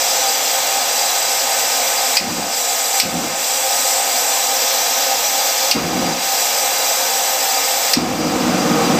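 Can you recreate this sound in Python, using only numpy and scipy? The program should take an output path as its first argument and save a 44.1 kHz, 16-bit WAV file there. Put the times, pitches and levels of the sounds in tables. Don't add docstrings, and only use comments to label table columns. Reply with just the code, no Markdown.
import sys
import numpy as np
from scipy import signal
from scipy.fft import rfft, irfft, next_fast_len
from scipy.io import wavfile
from scipy.ndimage import uniform_filter1d, map_coordinates

SR = 44100
rng = np.random.default_rng(int(sys.argv[2]) if len(sys.argv) > 2 else 0)


def bounce(signal):
    frames = np.transpose(np.atleast_2d(signal))
    limited = np.clip(frames, -1, 1)
    pcm = np.round(limited * 32767).astype(np.int16)
    wavfile.write(sys.argv[1], SR, pcm)


N = 396459


def amp(db):
    return 10 ** (np.asarray(db) / 20)


def unit(x):
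    return x / np.sqrt(np.mean(x ** 2) + 1e-20)


def ramp(x):
    return np.clip(x, 0, 1)


def along(points, hz):
    freqs, values = np.transpose(points)
    return np.interp(np.log(hz + 1), np.log(freqs + 1), values)


def wobble(rate):
    knots = rng.standard_normal(int(N * rate / SR) + 4)
    return map_coordinates(knots, [np.arange(N) * rate / SR])


def filtered(x, response):
    size = next_fast_len(len(x) + SR // 4)
    return irfft(rfft(x, size) * response(np.fft.rfftfreq(size, 1 / SR)), size)[:len(x)]


def add(track, start_s, sound):
    part = track[round(start_s * SR):][:len(sound)]
    part += sound[:len(part)]


def turbulence(spectrum, modes):
    def gain(hz):
        power = amp(along(spectrum, hz)) ** 2
        for centre, width, db in modes:
            power += (amp(db) / (1 + 1.66 * ((hz - centre) / width) ** 2)) ** 2
        return np.sqrt(power * SR / 2)
    return filtered(rng.standard_normal(N), gain)


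# (frequency [Hz], decay T60 [s])
GARAGE_DECAY = [(200, 0.15), (2500, 0.31), (12000, 0.076)]


def garage(x, wet_db):
    hz, t, noise = signal.stft(rng.standard_normal(SR // 2), SR, nperseg=256)
    decay = amp(-60 * t / along(GARAGE_DECAY, hz)[:, None])
    tail = signal.istft(noise * decay, SR, nperseg=256)[1]
    reverb = signal.fftconvolve(x, tail / np.linalg.norm(tail))[:len(x)]
    return (x + amp(wet_db) * reverb) / np.hypot(1, amp(wet_db))


# (frequency [Hz], level [dB per Hz])
AIR_RUSH = [(25.0, -93.3), (60.0, -80.5), (130.0, -78), (240.0, -71.5), (430.0, -67.5), (470.0, -55.5),
            (900.0, -63), (1150.0, -60.5), (1400.0, -62.5), (1700.0, -59.5), (3000.0, -63.5), (6000.0, -67),
            (9000.0, -74.5), (15000.0, -83)]
# (frequency [Hz], width [Hz], level [dB per Hz])
PIPE_MODES = [(255.3, 9.1, -60.5), (279, 13, -62), (398, 32, -68), (468, 4.8, -57), (531, 24.4, -48),
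              (572, 23, -60), (673.5, 36, -50.5), (719.4, 16.7, -45.5), (786.3, 7.3, -40.5),
              (825.6, 23.6, -47.5), (882, 20, -52), (926, 36, -53.5), (1037, 26, -55.5), (1520, 9.3, -53),
              (2120, 14, -53), (2360, 175, -59), (2736, 186, -60), (4803, 38, -48.5)]
# (frequency [Hz], level [dB rms])
MOTOR_TONES = [(781, -34), (1253, -37.5)]


def dryer(drift=0.00099, waver_db=1.6):
    air = amp(0.26 * wobble(3.13)) * turbulence(AIR_RUSH, PIPE_MODES)
    motor_time = np.cumsum(1 + drift * wobble(4)) / SR
    whine = sum(amp(db + waver_db * wobble(9)) * unit(np.sin(2 * np.pi * hz * motor_time))
                for hz, db in MOTOR_TONES)
    return air + whine


# (frequency [Hz], level [dB per Hz])
JET_HISS = [(1500, -100), (3000, -83), (4500, -64), (6500, -60), (7500, -68), (9300, -72.5), (11000, -89),
            (13000, -72), (15000, -72)]
# (frequency [Hz], width [Hz], level [dB per Hz])
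BURNER_MODES = [(3454, 420, -60), (3956, 83, -55.5), (4284, 24, -53), (4780, 49, -50.5), (5230, 21, -52),
                (5280, 37, -48.5), (5680, 61, -54.5), (5880, 39, -51.5), (6010, 41, -49.5), (6098, 28, -49),
                (6300, 57, -60), (6640, 60, -54.5), (6860, 77, -57.5), (7276, 220, -52.5),
                (7680, 87, -57.5), (7903, 125, -49.5), (8310, 64, -52), (8800, 160, -62), (9752, 145, -65),
                (10270, 120, -65.5), (10716, 98, -67.5), (12140, 910, -63), (12500, 35, -54.5),
                (12809, 102, -60), (13266, 289, -57.5), (13721, 203, -59), (14241, 92, -63),
                (15153, 96, -60.5)]
# (time [s], lean from 8 kHz towards 5 kHz [relative])
VALVE_LEAN = [(.8, 1), (2.1, -0.3), (4.25, -1), (4.65, 2.5), (5.7, 2.5), (6.4, 0.5)]


def jet(flutter_db=0.42, fade_db_per_s=.1, brighten_db_per_s=0.25, top_surge_db=5.5):
    hiss = garage(turbulence(JET_HISS, BURNER_MODES), wet_db=-10.5)
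    low = filtered(hiss, lambda hz: along([(6500, 0.98), (7400, 0.044)], hz))
    top = filtered(hiss, lambda hz: along([(8500, 0.04), (12000, 1)], hz))
    mid = hiss - low - top
    t = np.arange(N) / SR
    lean = np.interp(t, *np.transpose(VALVE_LEAN))
    grip, surge = flame_on_jet()
    surge_db = top_surge_db * surge
    low *= amp(0.68 - fade_db_per_s * t + 0.63 * lean + 0.95 * surge_db - 4.5 * grip)
    mid *= amp(0.4 - fade_db_per_s * t - 0.77 * lean + 1.9 * surge_db - 8.5 * grip)
    top *= amp(-1.3 + brighten_db_per_s * t + surge_db - 10.3 * grip)
    return amp(flutter_db * wobble(12)) * (low + mid + top)


# (frequency [Hz], relative level [dB], decay T60 [s])
IGNITER_MODES = [(2130, -9, 0.01), (2560, -6, 0.0076), (3800, -13, 0.0049), (4470, -6, 0.0096),
                 (4920, -1.5, 0.0081), (5500, -2, 0.0069), (7900, -3.5, 0.0039), (13200, -12, .005)]


def hammer_blow(t, crack_db=-8, crack_t60=0.0055):
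    ring = sum(amp(db + rng.normal(0, 1) - 60 * t / t60) * np.sin(2 * np.pi * (hz * t + rng.random()))
               for hz, db, t60 in IGNITER_MODES)
    crack = amp(crack_db - 60 * t / crack_t60) * rng.standard_normal(len(t))
    return ring + crack


# (time [s], snap level [dB], wait to catch [s],
# whump level [dB], flame gain [dB], first flare over that gain [dB], burn time [s])
TRIES = [(2.1698, -5, 0.038, -26, -4, -5.5, 0.19), (2.9999, -5, 0.043, -28.5, -4.5, 0, 0.21),
         (5.7126, -6, 0.047, -21, -1.7, 8.5, .32), (7.9352, -4.5, .035, -4.5, 0, 4, 1.2)]


def igniter(rebound_s=.0034, rebound_db=-2, low_cut_hz=1300):
    track, t = np.zeros(N), np.arange(SR // 3) / SR
    for start, db, *_ in TRIES:
        snap = hammer_blow(t)
        add(snap, rebound_s, amp(rebound_db) * hammer_blow(t))
        snap = filtered(snap, lambda hz: (hz / low_cut_hz) ** 2 / np.hypot(1, (hz / low_cut_hz) ** 2))
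        snap = garage(snap, wet_db=-0.5)
        attack_rms = np.std(snap[:SR // 160])
        add(track, start, amp(db) * snap / attack_rms)
    return track


def whumps(pitch_hz=245, swell_s=0.0043):
    track, t = np.zeros(N), np.arange(SR // 8) / SR
    push = (t / swell_s) ** 2 * np.exp(2 * (1 - t / swell_s))
    for start, _, wait, db, *_ in TRIES:
        add(track, start + wait, amp(db) * push * np.sin(2 * np.pi * pitch_hz * t))
    return track


def flame_on_jet(lead_s=.025, grip_s=.035, size_power=1.76, return_lag_s=0.13, return_s=0.096,
                 surge_s=.5, brief_below_s=0.32):
    t, grip, surge = np.arange(N) / SR, np.zeros(N), np.zeros(N)
    for start, _, wait, _, flame_db, _, burn_s in TRIES:
        age = t - start - wait
        since_out = age - burn_s - return_lag_s
        caught = ramp((age + lead_s) / grip_s)
        gone = ramp(since_out / return_s + .5)
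        grip += amp(size_power * flame_db) * caught * (1 - gone)
        brevity = ramp(1 - burn_s / brief_below_s)
        overshoot = brevity * gone * np.exp(-np.maximum(since_out, 0) / surge_s)
        surge = surge * (1 - caught) + overshoot
    return grip, surge


def flame_envelope(spread_db_per_s=1200, flare_s=0.033, blowout_db_per_s=132):
    t, envelope_db = np.arange(N) / SR, np.full(N, -80.0)
    for start, _, wait, _, flame_db, flare_db, burn_s in TRIES:
        age = t - start - wait
        spreading = spread_db_per_s * np.minimum(age, 0)
        flare = flare_db * np.exp(-np.maximum(age, 0) / flare_s)
        failing = blowout_db_per_s * np.maximum(age - burn_s, 0)
        envelope_db = np.maximum(envelope_db, flame_db + spreading + flare - failing)
    return envelope_db


# (frequency [Hz], level [dB per Hz])
COMBUSTION = [(25, -68), (60, -56.5), (150, -55.5), (400, -57), (800, -61), (1000, -54), (1300, -55),
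              (1700, -66.5), (2500, -68), (6000, -88)]
# (frequency [Hz], width [Hz], level [dB per Hz])
ROAR_MODES = [(104, 19, -53), (175, 21.4, -39.5), (213, 14, -41), (247.7, 19.6, -37), (305.4, 23, -38),
              (352, 20, -44), (477, 25, -43), (552, 100, -48.5), (752, 33, -45)]


def flame(flicker_db=1.0, rasp_db=-1.5, rasp_growth=0.22, seated_at_s=8.3, seating_s=0.14):
    burn_db = flame_envelope()
    roar = turbulence(COMBUSTION, ROAR_MODES)
    rumble = filtered(roar, lambda hz: along([(90, 1), (150, 0)], hz))
    rasp = filtered(roar, lambda hz: along([(360, 0.044), (460, 0.47)], hz))
    body = roar - rumble - rasp
    seated = (1 + np.tanh((np.arange(N) / SR - seated_at_s) / seating_s)) / 2
    rumble *= amp(-5 * seated)
    rasp *= amp(rasp_db + rasp_growth * burn_db + 4.5 * seated)
    return amp(burn_db + flicker_db * wobble(45)) * (rumble + body + rasp)


def scene():
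    return (dryer() + jet() + flame() + igniter() + whumps())[None]


def gain_control(x, threshold_db=-11, slope=0.85, release_db_per_s=6, attack_s=0.0087):
    treble = filtered(x, lambda hz: hz > 1500)
    level_db = 10 * np.log10(np.abs(uniform_filter1d(treble ** 2, size=SR // 160)) + 1e-12)
    wanted_cut_db = slope * np.maximum(level_db - threshold_db, 0)
    creep_db = release_db_per_s * np.arange(N) / SR
    held_cut_db = np.maximum.accumulate(wanted_cut_db + creep_db) - creep_db
    step = 1 - np.exp(-2 / (attack_s * SR))
    return x * amp(-signal.lfilter([step], [1, step - 1], held_cut_db))


def record(dry, notch_hz=11230, notch_width_hz=550, high_cut_hz=15330):
    x = filtered(dry[0], lambda hz: np.abs(hz - notch_hz) / np.hypot(hz - notch_hz, notch_width_hz))
    x = np.clip(gain_control(x), -1, 1)
    return filtered(x, lambda hz: hz < high_cut_hz)[None]


dry = scene()
out = record(dry)
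bounce(out)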